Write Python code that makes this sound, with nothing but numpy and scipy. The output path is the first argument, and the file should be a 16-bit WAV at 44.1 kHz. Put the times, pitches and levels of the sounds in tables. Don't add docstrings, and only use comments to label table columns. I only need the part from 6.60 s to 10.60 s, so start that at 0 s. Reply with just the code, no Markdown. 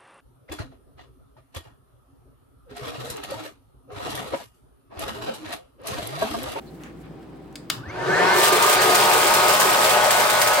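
import sys
import numpy as np
from scipy import signal
from scipy.fft import rfft, irfft, next_fast_len
from scipy.io import wavfile
from scipy.ndimage import uniform_filter1d, map_coordinates

SR = 44100
rng = np.random.default_rng(int(sys.argv[2]) if len(sys.argv) > 2 else 0)


def file_out(sig):
    cols = np.atleast_2d(sig).T
    lim = np.clip(cols, -1, 1)
    pcm = np.round(lim * 32767).astype(np.int16)
    wavfile.write(sys.argv[1], SR, pcm)


def linear_from_db(decibels):
    return 10 ** (np.asarray(decibels, float) / 20)


N = 176400
T = np.arange(N) / SR

START_S, FULL_HZ, MAINS_HZ = 1.105, 210, 59.8
# (time [s], share of the view from above [0-1], distance gain [dB])
CAMERA = [
    (1.7, 0.13, 4.5),
    (2.3, 0.2, 3),
    (2.8, 0.5, 2.5),
    (3.3, 0.77, 2),
    (4, 0.96, 0.5),
]


def unit(x):
    return x / np.sqrt(np.mean(x ** 2) + 1e-20)


def along(points, hz):
    f, v = np.transpose(points)
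    return np.interp(np.log(hz + 1), np.log(f + 1), v)


def curves(rows):
    s, *cols = np.transpose(rows)
    return [np.interp(T, s, c) for c in cols]


def wobble(rate_hz):
    return map_coordinates(rng.standard_normal(int(N * rate_hz / SR) + 4), [T * rate_hz])


def filtered(x, response):
    m = next_fast_len(N + SR // 2)
    return irfft(rfft(x, m) * response(np.fft.rfftfreq(m, 1 / SR)), m)[..., :N]


def bumps(peaks, hz):
    return linear_from_db(sum(db / (1 + (2 * (hz - c) / w) ** 2) for c, w, db in peaks))


def rush(colour, patchy_db):
    # (frequency [Hz], left-right likeness [0-1])
    likeness = [(60, 1), (250, 0.8), (700, 0.5), (1400, 0.3), (3000, 0.42), (9000, 0.06)]
    z = signal.stft(rng.standard_normal((2, N)), nperseg=512)[2]
    field = uniform_filter1d(rng.standard_normal(z.shape[1:]), 5, 0)
    field = uniform_filter1d(field, 12, 1)
    pair = signal.istft(z * linear_from_db(patchy_db * unit(field)), nperseg=512)[1][:, :N]

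    def mid_side(hz):
        angle = np.arccos(np.clip(along(likeness, hz), -1, 1)) / 2
        return colour(hz) * np.array([np.cos(angle), np.sin(angle)])

    mid, side = filtered(pair, mid_side)
    return unit(np.array([mid + side, mid - side]))


def room_tone():
    # (frequency [Hz], density [dB per Hz])
    drone_colour = [(30, -26.5), (60, -14), (140, -5.5), (300, -6.5), (480, -10.5), (1100, -19.5),
                    (5000, -38.5), (9000, -65), (16000, -57)]
    # (centre [Hz], width [Hz], gain [dB])
    room_peaks = [(158.5, 33, 8.5), (312, 120, 8.5), (775, 15, 12.5)]
    # (frequency [Hz], density [dB per Hz])
    port_wind = [(15, 0), (40, 6), (100, -20), (250, -38)]
    drone = rush(lambda f: linear_from_db(along(drone_colour, f)) * bumps(room_peaks, f), patchy_db=-0.5)
    stir = filtered(rng.standard_normal((2, N)), lambda f: linear_from_db(along(port_wind, f)) * (f < 400))
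    mains = linear_from_db(-51 + 3.2 * wobble(4.7)) * np.sin(2 * np.pi * MAINS_HZ * T)
    return linear_from_db(-57) * unit(stir) + linear_from_db(-41.5 + 0.32 * wobble(11.1)) * drone + mains


def kitchen(x):
    # (frequency [Hz], t60 [s])
    room_t60 = [(300, 0.9), (2000, 0.28), (10000, 0.23)]
    hz, t, z = signal.stft(rng.standard_normal((2, SR // 2)), SR, nperseg=256)
    decay = linear_from_db(-60 * t / along(room_t60, hz)[:, None])
    tail = signal.istft(z * decay, SR, nperseg=256)[1]
    delayed = np.pad(x, (60, 0))[None]
    return signal.fftconvolve(delayed, tail / np.linalg.norm(tail[0]), axes=1)[:, :N]


def handling():
    # (time [s], level [dB], frequency [Hz])
    knocks = [(.45, -40, 100), (.51, -38, 170), (1.185, -33, 125), (1.21, -35, 130), (1.285, -29, 90),
              (1.55, -42, 50), (1.75, -42, 55), (2.19, -36, 45), (2.5, -43, 50), (2.58, -45, 55),
              (2.71, -36, 48), (2.82, -43, 50), (2.91, -38, 50), (3.1, -39, 50), (3.4, -40, 50),
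              (3.46, -42, 50), (3.56, -44, 50), (3.94, -38, 45)]
    # (time [s], length [s], level [dB], centre [Hz], width [octaves])
    rustles = [
        (0.05, 0.57, -62, 11000, 4.5),
        (0.085, 0.035, -56, 4130, .15),
        (0.225, 0.023, -60, 9900, .8),
        (0.26, 0.12, -48.5, 1180, 1.2),
        (0.415, 0.056, -64, 8500, 0.97),
        (0.46, 0.077, -55.5, 1500, 1.2),
        (0.77, 0.015, -70, 9500, .4),
    ]
    thump_s = 0.016
    out = np.zeros(N)
    for s, db, hz in knocks:
        out += linear_from_db(db) * np.sin(2 * np.pi * hz * (T - s)) * np.exp(-((T - s) / thump_s) ** 2)
    out = out * linear_from_db([[1], [-2]])
    for s, length_s, db, hz, octaves in rustles:
        cloth = filtered(rng.standard_normal((2, N)),
                         lambda f: np.exp(-(np.log2((f + 1) / hz) / octaves) ** 2))
        swell = linear_from_db(db + 2.1 * wobble(60.7)) * np.exp(-(2 * (T - s) / length_s) ** 2)
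        out = out + swell * unit(cloth)
    return out


def switch():
    # (time [s], peak [dB], centre [Hz], t60 [s])
    contacts = [
        (0.2356, -27, 3900, 0.011),
        (0.628, -42, 2780, 0.023),
        (0.926, -46, 6000, 0.03),
        (0.956, -19, 3940, 0.026),
        (1.0515, -49, 2500, 0.026),
        (1.0978, -26, 3000, 0.016),
        (1.0999, -7, 6040, 0.017),
        (1.101, -2.5, 2650, 0.02),
    ]
    # (centre [Hz], width [Hz], gain [dB])
    plastic = [(664, 220, 24), (1450, 620, 7.5), (2300, 540, 4.5), (3200, 860, 4), (3740, 700, 2),
               (6700, 1400, 3)]
    octaves, slope_db, body_share = 1.15, 6, 0.083
    rise_s, crack_share, crack_t60_s, blow_t60_s = 0.00021, 0.61, 0.0015, 0.0044
    out, blows = np.zeros(N), np.zeros(N)
    for s, db, hz, t60 in contacts:
        t = np.maximum(T - s, 0)

        def colour(f):
            tilt_db = -slope_db * (np.log2((f + 1) / hz) / octaves) ** 2
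            return body_share + bumps(plastic, f) * linear_from_db(tilt_db)

        burst = (1 - np.exp(-t / rise_s)) * unit(filtered(rng.standard_normal(N), colour))
        crack = 1 + crack_share * linear_from_db(-60 * t / crack_t60_s)
        out += linear_from_db(db - 11 - 60 * t / t60) * burst * crack
        blows += linear_from_db(db - 8 - 60 * t / blow_t60_s) * burst
    return out, blows


def kernels():
    # (time [s], activity [dB])
    swirl = [(1.5, -72), (1.72, -43.5), (1.8, -28.5), (1.88, -24.5), (1.91, -33), (2.14, -29.5),
             (2.195, -35.5), (2.23, -29), (2.7, -28.5), (3.25, -27.5), (3.4, -31.5), (3.6, -29.5),
             (4, -32.5)]
    # (time [s], peak [dB])
    surges = [(1.7583, -19), (1.7843, -24), (1.831, -13), (1.924, -9), (1.956, -12), (2.0227, -9),
              (2.0606, -13), (2.095, -9.5), (2.128, -10.5), (2.2153, -11), (2.2921, -18), (2.3465, -11),
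              (2.4018, -16), (2.4901, -15.5), (2.5321, -12.5), (2.575, -20), (2.6134, -13.5),
              (2.6687, -14.5), (2.7062, -17), (2.7384, -11), (2.8309, -21), (2.88, -13), (2.9262, -15),
              (3.0, -12), (3.0893, -16), (3.1367, -24), (3.1821, -26), (3.212, -14.5), (3.2459, -15.5),
              (3.2918, -12), (3.441, -12.5), (3.505, -7.5), (3.5732, -25), (3.5996, -14.5), (3.671, -33),
              (3.6984, -12), (3.815, -7.5), (3.871, -10), (3.9299, -11.5), (3.9763, -29)]
    # (frequency [Hz], gain [dB])
    kernel_colour = [(500, -26), (1500, 6.5), (4000, -2), (6000, -3.5), (8600, -1), (11000, 1), (16000, 5)]
    # (centre [Hz], width [Hz], gain [dB])
    cup = [(4860, 53, 2), (7000, 120, 3), (7700, 150, 5), (8430, 510, 5.5), (9240, 92, 4.5)]
    grains_per_s, grain_hz, log_spread = 5000, 7510, 0.47
    surge_ref_db, rise_s, fall_s = -17.5, 0.001, 0.014

    count = 4 * grains_per_s
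    hz = grain_hz * np.exp(log_spread * rng.standard_normal((count, 1)))
    hz = np.clip(hz, 1200, 17000)
    t = np.arange(48) / SR
    grain = np.sin(2 * np.pi * hz * t) * np.exp(-hz * t / 1.23)
    at = (rng.random((count, 1)) * N).astype(int) + np.arange(48)
    angle = 2 * np.pi * rng.random((count, 1))
    pair = np.array([np.bincount(at.ravel(), (grain * pan).ravel(), N + 48)[:N]
                     for pan in (np.cos(angle), np.sin(angle))])
    pair = unit(filtered(pair, lambda f: linear_from_db(along(kernel_colour, f)) * bumps(cup, f)))

    s, db = np.transpose(surges)
    starts = np.bincount((s * SR).astype(int), linear_from_db(2 * (db - surge_ref_db)), N)
    t = T[:SR // 4]
    pulse = (1 - np.exp(-t / rise_s)) * np.exp(-t / fall_s)
    thrown = np.abs(signal.fftconvolve(starts, pulse)[:N])
    level_db = curves(swirl)[0] + 5 + 0.5 * wobble(20) + wobble(55)
    return pair * np.sqrt(1 + thrown) * linear_from_db(level_db)


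def speed():
    # (time [s], shaft speed [Hz])
    spin_up = [(1.18, 36), (1.24, 63), (1.31, 93), (1.4, 122), (1.5, 151), (1.59, 173), (1.69, 189),
               (1.76, 196), (1.87, 201), (2.14, 206), (2.6, 209), (4, 211.5)]
    return curves([(START_S, 0)] + list(spin_up))[0]


def strain():
    return np.clip(uniform_filter1d(np.gradient(speed()) * SR, SR // 10) / 250, 0, 1)


def roar():
    # (frequency [Hz], density [dB per Hz])
    roar_beside = [(35, -65), (60, -49), (119, -12.5), (245, -19), (396, -4), (533, -7), (1230, -5),
                   (1340, -11.5), (5000, -21.5), (6500, -44), (11000, -120)]
    roar_above = [(35, -61), (60, -16), (207, -21.5), (269, -20.5), (595, -13.5), (786, -15.5),
                  (862, -11.5), (1980, -18.5), (5000, -25.5), (6500, -30.5), (11000, -120)]
    # (centre [Hz], width [Hz], gain [dB])
    cavities_beside = [(365, 24, 9), (430, 60, 5), (730, 40, 9), (927, 36, 11), (1143, 130, 3),
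                       (1565, 67, 8)]
    cavities_above = [(534, 100, 9), (612, 60, 13.5), (738, 55, 11.5), (910, 150, 8), (1140, 140, 7),
                      (1520, 370, 6)]
    # (frequency [Hz], density [dB per Hz])
    hiss = [(880, -36), (1500, -0.5), (1980, -12), (2140, -4.5), (8570, -16.5), (16000, -32)]
    share = np.clip(curves(CAMERA)[0], 0, 1)
    flow = speed() / FULL_HZ
    low = rush(lambda f: linear_from_db(along(roar_beside, f)) * bumps(cavities_beside, f), patchy_db=2.5)
    high = rush(lambda f: linear_from_db(along(roar_above, f)) * bumps(cavities_above, f), patchy_db=1.5)
    body = np.sqrt(1 - share) * low + np.sqrt(share) * high
    body = linear_from_db(-21 + 0.29 * wobble(6.46)) * flow ** 3.2 * body
    air = linear_from_db(-28.5) * flow ** 4.7 * rush(lambda f: linear_from_db(along(hiss, f)), patchy_db=-3.0)

    sweep_s, length_s, sweep_hz, hz_per_s = 3.02, 0.2, 1060, -1200
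    t = T - sweep_s
    tone = np.sin(2 * np.pi * (sweep_hz + hz_per_s * t / 2) * t)
    sweep = linear_from_db(-30) * np.exp(-(2 * t / length_s) ** 2) * wobble(90) * tone
    return air + np.sqrt(2) * sweep + body


def whine():
    # (shaft order, level at full speed [dB], growth with speed [power], extra under strain [dB])
    orders = [(1, -53, 3, 21), (4, -32, 7, -5), (5, -36, 7, -8), (6, -33.5, 7, -6), (7, -42, 7, -8),
              (8, -50, 7, 29), (9, -43, 7, 15), (10, -49, 7, 26), (11, -54, 7, 30), (12, -60, 6, 27),
              (13, -64, 5, 26), (14, -71, 2.2, 29), (17, -77, 2, 28), (24, -77, 1.5, 33)]
    # (centre [Hz], width [Hz], gain [dB])
    housing = [(365, 50, 6), (930, 80, 3), (1520, 80, 14), (1760, 100, 11), (2150, 110, 12)]
    # (frequency [Hz], density [dB per Hz])
    chatter_colour = [(250, -12.5), (365, 4), (600, 2.5), (1200, -18), (1550, -11.5), (2300, -22),
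                      (4000, -58)]
    beside_gain_db = {6: 5, 4: -9}
    waver_db, jitter_rad, rough_rad, side_drift_rad = 2.5, 0.28, 0.8, 0.2
    muffle_hz = 2400
    hz, load = speed(), strain()
    beside = 1 - np.clip(curves(CAMERA)[0], 0, 1)
    phase = 2 * np.pi * np.cumsum(hz) / SR

    tones = np.zeros((2, N))
    for k, db, law, extra_db in orders:
        level_db = db + extra_db * load + beside_gain_db.get(k, 0) * beside + waver_db * wobble(14)
        size = linear_from_db(level_db) * bumps(housing, k * hz) * (hz / FULL_HZ) ** law
        size = size / (1 + (k * hz / muffle_hz) ** 20)
        shake = jitter_rad * wobble(25.1) + rough_rad * load * wobble(70)
        drift = side_drift_rad * np.array([wobble(1.5), wobble(1.95)])
        tones += size * np.sin(k * phase + shake + drift)

    buzz = linear_from_db(-48 + 1.2 * wobble(5.46)) * np.sin(4 * np.pi * MAINS_HZ * T + 0.12 * wobble(12.0))
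    buzz *= np.clip((T - START_S) / 0.059, 0, 1)
    chatter = rush(lambda f: linear_from_db(along(chatter_colour, f)) * bumps(housing, f), patchy_db=2.0)
    chatter = linear_from_db(-21) * load * (hz / FULL_HZ) ** 3.75 * chatter
    squeak_s, length_s, squeak_hz = 1.3, 0.1, 6100
    squeak = linear_from_db(-67 + 9.1 * wobble(39.4)) * np.sin(2 * np.pi * squeak_hz * T + 1.6 * wobble(300))
    squeak *= np.exp(-(2 * (T - squeak_s) / length_s) ** 2)
    return np.sqrt(2) * (tones + buzz) + chatter + squeak


def running_level(x):
    return np.sqrt(np.abs(uniform_filter1d(np.mean(x ** 2, 0), int(0.1 * SR))) + 1e-12)


def scene():
    # (frequency [Hz], left minus right [dB])
    lean = [(100, -4.5), (200, 5.5), (380, -2.5), (700, 3.5), (1290, -0.5), (2400, 1.5), (5000, -1),
            (15000, 0.5)]
    # (frequency [Hz], phase by which left leads [rad])
    lead = [(150, 0.53), (600, 0.36), (1100, 1), (4400, 1)]
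    bass_cut_hz = 90
    sides = np.array([[0.5], [-0.5]])

    def placed(f):
        stereo = linear_from_db(along(lean, f) * sides) * np.exp(1j * along(lead, f) * sides)
        return stereo / (1 + (bass_cut_hz / (f + 1)) ** 6)

    machine = (whine() + roar()) * linear_from_db(curves(CAMERA)[1]) + kernels()
    machine = filtered(machine, placed)
    click, blows = switch()
    agc_from_db, agc_ratio = -25, 3.5
    over_db = np.clip(20 * np.log10(running_level(machine)) - agc_from_db, 0, 40)
    house = room_tone() * linear_from_db(-agc_ratio * over_db)
    return machine + click * linear_from_db([[2.5], [-2.5]]) + linear_from_db(3) * kitchen(blows) + handling() + house


def top_cut(x):
    return signal.sosfilt(signal.butter(12, 16670, fs=SR, output="sos"), x)


def record(dry):
    low_cut_hz, top_hz = 45, 15850
    band = filtered(dry, lambda f: (f < top_hz) * f ** 2 / (f ** 2 + low_cut_hz ** 2))
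    return top_cut(band)


dry = scene()
out = record(dry)
file_out(out)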